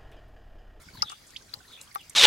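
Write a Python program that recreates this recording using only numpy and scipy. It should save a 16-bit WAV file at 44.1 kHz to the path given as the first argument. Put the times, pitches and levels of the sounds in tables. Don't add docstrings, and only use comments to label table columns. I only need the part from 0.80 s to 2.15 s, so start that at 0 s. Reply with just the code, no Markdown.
import sys
import numpy as np
from scipy import signal
from scipy.fft import rfft, irfft, next_fast_len
from scipy.io import wavfile
from scipy.ndimage import uniform_filter1d, map_coordinates

SR = 44100
rng = np.random.default_rng(int(sys.argv[2]) if len(sys.argv) > 2 else 0)


def field_ratio(decibels):
    return 10 ** (np.asarray(decibels, dtype=float) / 20)


def wrap_up_sound(samples):
    columns = np.atleast_2d(samples).T
    tamed = np.clip(columns, -1, 1)
    steps = np.round(tamed * 32767).astype(np.int16)
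    wavfile.write(sys.argv[1], SR, steps)


N = 59535
RISE_PER_CYCLE = 0.007


def unit(x):
    return x / np.sqrt(np.mean(x ** 2) + 1e-20)


def along(points, hz):
    f, v = np.transpose(points)
    return np.interp(np.log(hz + 1), np.log(f + 1), v)


def filtered(x, response):
    n = x.shape[-1]
    m = next_fast_len(n + 4096)
    return irfft(rfft(x, m) * response(np.fft.rfftfreq(m, 1 / SR)), m)[..., :n]


def add(out, start_s, sound, left_db):
    lag_s_per_db = 0.000008
    stereo = np.broadcast_to(sound, (2, sound.shape[-1]))
    for port, side in enumerate((1, -1)):
        lag_s = max(-side * left_db, 0) * lag_s_per_db
        part = out[port, round((start_s + lag_s) * SR):][:sound.shape[-1]]
        part += field_ratio(side * left_db / 2) * stereo[port, :len(part)]


def swell(hz, length_s, climb_hz):
    t = np.arange(int(length_s * SR)) / SR
    cycles = (hz + climb_hz * t / length_s / 2) * t
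    return np.sin(np.pi * t / length_s) * np.sin(2 * np.pi * cycles)


def bubble(hz, t60_s, rise=0):
    attack_cycles = 2.2
    t = np.arange(int(t60_s * SR) + 8) / SR
    cycles = hz * t * (1 + rise * hz * t / 2 / (1 + rise * hz * t))
    shape = field_ratio(-60 * t / t60_s) * (1 - np.exp(-hz * t / attack_cycles))
    return shape / shape.max() * np.sin(2 * np.pi * cycles)


def near_plips():
    # start in seconds, peak in dB, pitch in Hz, length in seconds, left over right in dB.
    plip_rows = [(.2211, -16.5, 4750, .001, 14), (.2219, -16.5, 4900, .0012, 14),
                 (.2229, -15.5, 5200, .0019, 14), (.2243, -24, 5600, .0015, 14),
                 (.2259, -24, 5000, .002, 14), (.2283, -32, 5450, .0014, 12),
                 (.22118, -22, 4900, .001, -14), (.2221, -17.5, 4900, .0015, -14),
                 (.2241, -27, 5300, .0009, -14), (.2249, -24.5, 5450, .0015, -14),
                 (.2261, -26, 5000, .0017, -14), (.2279, -34, 5200, .0014, -12),
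                 (.231, -36, 4900, .0018, -4), (.2335, -36, 5100, .003, 6), (.2383, -37, 4800, .0025, 2),
                 (.5621, -27, 3110, .002, -6), (.5639, -35, 2900, .0016, -6),
                 (.5648, -29.5, 3250, .0021, -6), (.5665, -37, 4300, .002, -6),
                 (.5667, -37, 2900, .003, -6), (.5679, -35, 3750, .0017, -6), (.5693, -38, 4800, .002, -6),
                 (.5694, -39, 3300, .0015, -6), (.5712, -42, 3800, .0015, -6), (.5732, -45, 4500, .002, -4),
                 (.7388, -22.5, 4300, .0021, 8), (.7409, -35, 3750, .0018, 6), (.7418, -40, 5300, .0015, 0),
                 (.7442, -40, 4950, .002, -4), (.7364, -40, 4300, .0016, 8), (.728, -47, 3600, .002, 0),
                 (.7428, -40, 4200, .0018, 8), (.173, -47, 1600, .004, 13)]
    out = np.zeros((2, N))
    for s, db, hz, length_s, left_db in plip_rows:
        climb_hz = RISE_PER_CYCLE * hz * hz * length_s
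        add(out, s, field_ratio(db) * swell(hz, length_s, climb_hz), left_db)
    return out


def crust_knocks():
    # start in seconds, peak in dB, tuning ratio, crack level in dB.
    knock_rows = [
        (0.2259, -14.5, 1.06, -10),
        (0.3, -35.5, .98, 1.5),
        (.319, -28, 1.03, -31),
        (.327, -29, 1.03, -19),
        (0.7367, -34, 1.08, 2),
        (1.1572, -15, 1.01, -15.5),
        (1.151, -36, 1.6, -6),
        (.177, -40, .8, -8),
        (.19, -42, .75, -8),
    ]
    # pitch in Hz, level in dB, 60 dB fade in seconds.
    crust_modes = [(800, -11, 0.065), (1166, 3.5, 0.034), (1300, -9, 0.045), (1556, -34, 0.12),
                   (2150, -12.5, 0.014), (480, -26, 0.044)]
    right_lag_s, ring_attack_s, crack_t60_s = 0.00039, 0.0013, 0.017
    out, t = np.zeros((2, N)), np.arange(SR // 8) / SR
    late = np.clip(t - np.array([[0], [right_lag_s]]), 0, None)
    for s, db, ratio, crack_db in knock_rows:
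        ring = np.zeros((2, len(t)))
        for hz, level_db, t60_s in crust_modes:
            fade = field_ratio(level_db + rng.normal(0, 1) - 60 * late / t60_s)
            ring += fade * np.sin(2 * np.pi * hz * ratio * late)
        ring *= 1 - np.exp(-late / ring_attack_s)
        noise = rng.standard_normal((2, len(t)))
        crack = unit(filtered(noise, lambda f: f / 900 / (1 + (f / 2200) ** 3)))
        crack *= field_ratio(crack_db - 60 * t / crack_t60_s)
        add(out, s, field_ratio(db - 6) * (ring + crack), left_db=9)
    return out


def splats():
    # start in seconds, peak in dB, centre in Hz, 60 dB fade in seconds, left over right in dB.
    splat_rows = [(0.0164, -49.5, 9000, 0.11, -1), (0.142, -53, 13500, 0.19, 0),
                  (0.2206, -37, 13000, 0.039, -2.5), (.296, -36.5, 7000, 0.043, 7.5),
                  (0.3152, -37, 6940, 0.049, -4), (0.4679, -47.5, 7400, 0.17, -0.5),
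                  (0.5049, -42, 6940, 0.03, 3), (0.5645, -41, 4600, 0.055, -2),
                  (0.6208, -48, 5240, 0.079, -2), (0.7387, -36.5, 11600, 0.024, -9),
                  (0.9236, -50.5, 9500, 0.099, -5.5), (1.0122, -40, 7500, 0.02, -1),
                  (1.0147, -38, 8000, 0.03, -1), (1.0222, -47, 8700, 0.16, -0.5),
                  (1.1272, -50, 9700, 0.018, -18), (1.1453, -43, 4000, 0.045, 8),
                  (1.1448, -41, 12000, .03, -4), (1.1493, -31.5, 12900, 0.041, -4),
                  (1.1563, -39.5, 4560, 0.015, 17), (1.211, -49, 9000, 0.02, -10),
                  (1.294, -65, 9700, 0.034, 6), (1.296, -31, 8150, 0.031, -4)]
    width_octaves, lumps_db, attack_s = 0.41, 3.5, 0.00036
    out, t = np.zeros((2, N)), np.arange(SR // 8) / SR
    for s, db, hz, t60_s, left_db in splat_rows:
        noise = rng.standard_normal((3, len(t)))
        spray = noise[:2] + 1.6 * noise[2]
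        spray = filtered(spray, lambda f: np.exp(-(np.log2((f + 1) / hz) / width_octaves) ** 2 / 2))
        lumps = field_ratio(lumps_db * unit(uniform_filter1d(rng.standard_normal(len(t)), size=40)))
        shape = field_ratio(-60 * t / t60_s) * (1 - np.exp(-t / attack_s))
        burst = unit(shape * spray * lumps) * np.sqrt(np.mean(shape ** 2))
        add(out, s, field_ratio(db - 4.5) * burst, left_db)
    return out


def snaps():
    # start in seconds, peak in dB, pitch in Hz, left over right in dB.
    snap_rows = [(.0144, -47, 7620, -1), (.2962, -41, 7360, 1), (.3162, -40, 7490, 0),
                 (.4673, -46, 7260, 0), (.5057, -45, 6620, -1.5), (1.0127, -30, 7800, -.5),
                 (1.0147, -27, 7500, -.5), (1.018, -37, 8000, 0), (1.0224, -40, 8000, 0),
                 (1.0254, -42, 9500, 0), (1.0305, -39, 9500, 0), (1.0434, -40, 8500, 0),
                 (1.1263, -39, 9550, -5), (1.1466, -38, 12000, -4), (1.1517, -33, 11000, -4),
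                 (1.2106, -44, 8290, -1.5), (1.297, -33, 9470, -3.5)]
    out = np.zeros((2, N))
    for s, db, hz, left_db in snap_rows:
        add(out, s, field_ratio(db - 1) * bubble(hz, 5 / hz), left_db)
    return out


def ticks():
    # start in seconds, peak in dB, pitch in Hz, left over right in dB.
    tick_rows = [(.217, -48, 2260, -2), (.086, -50, 1503, -14.5), (.0855, -49, 2220, -12),
                 (.535, -53.5, 1930, 13), (.5447, -47, 4660, -6), (.554, -47.5, 2150, 5),
                 (.611, -57, 1587, -14), (.6943, -48, 4040, -8.5), (.7896, -50.5, 5400, -14),
                 (.804, -51, 1503, -10.5), (1.0755, -53, 3190, -12), (1.115, -50.5, 2100, -9),
                 (1.1134, -50, 4630, -16), (1.308, -52, 2180, -12), (1.3334, -46.5, 7200, -4),
                 (.2355, -41, 10200, -9), (.296, -36.5, 4600, 8), (.2222, -36.5, 14650, 19),
                 (1.0136, -42.5, 3990, 3), (1.15, -23, 11070, -7)]
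    fade_cycles, longest_s = 51, 0.037
    out = np.zeros((2, N))
    for s, db, hz, left_db in tick_rows:
        add(out, s, field_ratio(db) * bubble(hz, min(fade_cycles / hz, longest_s)), left_db)
    return out


def glugs():
    # start in seconds, peak in dB, pitch in Hz, length in seconds, climb in Hz.
    glug_rows = [
        (.149, -47, 1090, .013, -170),
        (.205, -49, 1850, .017, 450),
        (.902, -53, 1180, .016, 500),
        (.914, -55, 2000, .012, 500),
        (.848, -56, 1600, .012, 450),
    ]
    out = np.zeros((2, N))
    for s, db, hz, length_s, climb_hz in glug_rows:
        add(out, s, field_ratio(db) * swell(hz, length_s, climb_hz), left_db=1)
    return out


def far_drips():
    drops_per_s, typical_hz, pitch_spread, top_hz = 290, 5000, 0.6, 14500
    level_db, size_db, fade_cycles = -62, 3.5, 17.7
    out = np.zeros((2, N))
    for _ in range(int(drops_per_s * N / SR)):
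        when, size = rng.random(2)
        pitch, side = rng.standard_normal(2)
        hz = min(typical_hz * np.exp(pitch_spread * pitch), top_hz)
        db = level_db - size_db * np.log(size + 0.044)
        add(out, when * N / SR, field_ratio(db) * bubble(hz, fade_cycles / hz, RISE_PER_CYCLE), 5 * side)
    return out


def ice_faces(drops):
    level_db, t60_s, top_hz, first_echo_s = -16, 0.056, 7000, 0.003
    t = np.arange(SR // 20) / SR
    echoes = rng.standard_normal((2, len(t))) ** 3
    echoes *= field_ratio(-60 * t / t60_s) * (t > first_echo_s)
    echoes /= np.linalg.norm(echoes, axis=1)[:, None]
    copies = signal.fftconvolve(drops, echoes, axes=1)[:, :N]
    return field_ratio(level_db) * filtered(copies, lambda f: 1 / (1 + (f / top_hz) ** 4))


def bird():
    # start in seconds, length in seconds, level in dB, pitch in Hz, glide in Hz.
    note_rows = [(0.128, 0.055, -61, 4470, -100), (0.155, 0.044, -63, 4030, -150),
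                 (0.184, 0.035, -58.5, 3430, -250), (0.238, 0.03, -57, 4000, -350),
                 (0.266, 0.042, -52, 3520, -80), (0.296, 0.021, -53.5, 2990, -100),
                 (.308, .03, -60, 2950, -50), (.322, .055, -66, 3560, -30), (.886, .025, -66, 3450, -100),
                 (.936, .014, -63, 3120, 0), (.988, .025, -71, 3850, 100), (0.87, 0.03, -61, 4124, 44),
                 (0.89, .02, -64, 4570, 0), (0.904, 0.048, -63, 3800, -9), (0.915, 0.011, -63, 3700, -40),
                 (0.925, 0.06, -57, 3427, -15), (0.967, 0.056, -63.5, 2404, 498),
                 (0.969, 0.043, -71.5, 1244, -2), (1.181, 0.015, -65.5, 3580, -4),
                 (1.189, 0.035, -58, 3300, -700), (1.3, 0.016, -75, 3550, 0)]
    burr_hz, burr_depth, quaver_hz = 400, 0.9, 120
    wet_db, t60_s = -1, 0.18
    out = np.zeros((2, N))
    for s, length_s, db, hz, glide_hz in note_rows:
        t = np.arange(int(length_s * SR)) / SR
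        wobble = uniform_filter1d(rng.standard_normal((2, 4000)), size=int(SR / burr_hz))
        burr, quaver = unit(wobble)[:, :len(t)]
        pitch = hz + glide_hz * t / length_s + quaver_hz * quaver
        tone = np.sin(2 * np.pi * np.cumsum(pitch) / SR)
        shape = np.sin(np.pi * t / length_s) ** 0.5 * (1 + burr_depth * burr)
        add(out, s, field_ratio(db + 6.5) * shape * tone, left_db=1)
    t = np.arange(SR // 3) / SR
    tail = rng.standard_normal((2, len(t))) * field_ratio(-60 * t / t60_s)
    trees = signal.fftconvolve(out, tail / np.linalg.norm(tail[0]), axes=1)[:, :N]
    return out + field_ratio(wet_db) * trees


def rush(spectrum, alike, patchy_db):
    z = signal.stft(rng.standard_normal((2, N)), nperseg=512)[2]
    patches = uniform_filter1d(rng.standard_normal(z.shape[1:]), size=6, axis=0)
    patches = uniform_filter1d(patches, size=8, axis=1)
    pair = signal.istft(z * field_ratio(patchy_db * unit(patches)), nperseg=512)[1][:, :N]

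    def mid_and_side(hz):
        turn = np.arccos(np.clip(along(alike, hz), -1, 1)) / 2
        return field_ratio(along(spectrum, hz)) * np.array([np.cos(turn), np.sin(turn)])

    mid, side = filtered(pair, mid_and_side)
    return unit(np.array([mid + side, mid - side]))


def hiss():
    # frequency in Hz, level in dB per Hz.
    hiss_spectrum = [(150, 0.5), (250, 0), (1100, -3), (2090, -1.5), (2760, -6.5), (4900, -2.5),
                     (11100, -12), (15200, -16.5), (16000, -8.5)]
    # frequency in Hz, likeness of left and right (1 is the same).
    hiss_alike = [(110, .9), (250, 0.25), (700, 0.71), (2000, 0.21), (6000, 0.34), (15000, 0.3)]
    return field_ratio(-55.5) * rush(hiss_spectrum, hiss_alike, patchy_db=3.0)


def breeze():
    # frequency in Hz, level in dB per Hz.
    rumble_spectrum = [(12, -22), (40, 1.5), (62, 0), (120, 0.5), (264, -9.5), (400, -20), (600, -45)]
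    # time of the puff in seconds, peak in dB.
    puff_rows = [(.008, -54.5), (0.074, -53), (0.099, -57.5), (0.148, -48), (0.186, -47), (0.218, -51),
                 (.255, -50.5), (0.601, -67.5), (0.777, -58), (1.268, -77), (1.298, -67)]
    level_db, puff_s = -66, 0.034
    t = np.arange(N) / SR
    sway = map_coordinates(rng.standard_normal(60), [t * 40])
    strength = field_ratio(level_db + 1.1 * sway)
    for s, db in puff_rows:
        strength += field_ratio(db) * np.exp(-((t - s) / puff_s * 3) ** 2)
    return strength * rush(rumble_spectrum, [(110, 0.998), (300, 0.86)], patchy_db=0.4)


def scene():
    drops = near_plips() + snaps() + ticks() + glugs() + far_drips()
    return drops + ice_faces(drops) + crust_knocks() + splats() + bird() + hiss() + breeze()


def roll_off(x):
    return signal.sosfilt(signal.butter(12, 16780, fs=SR, output="sos"), x)


def record(dry):
    top_hz = 15900
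    mix = filtered(dry, lambda hz: 1 / (1 + (hz / top_hz) ** 90))
    return roll_off(mix)


dry = scene()
out = record(dry)
wrap_up_sound(out)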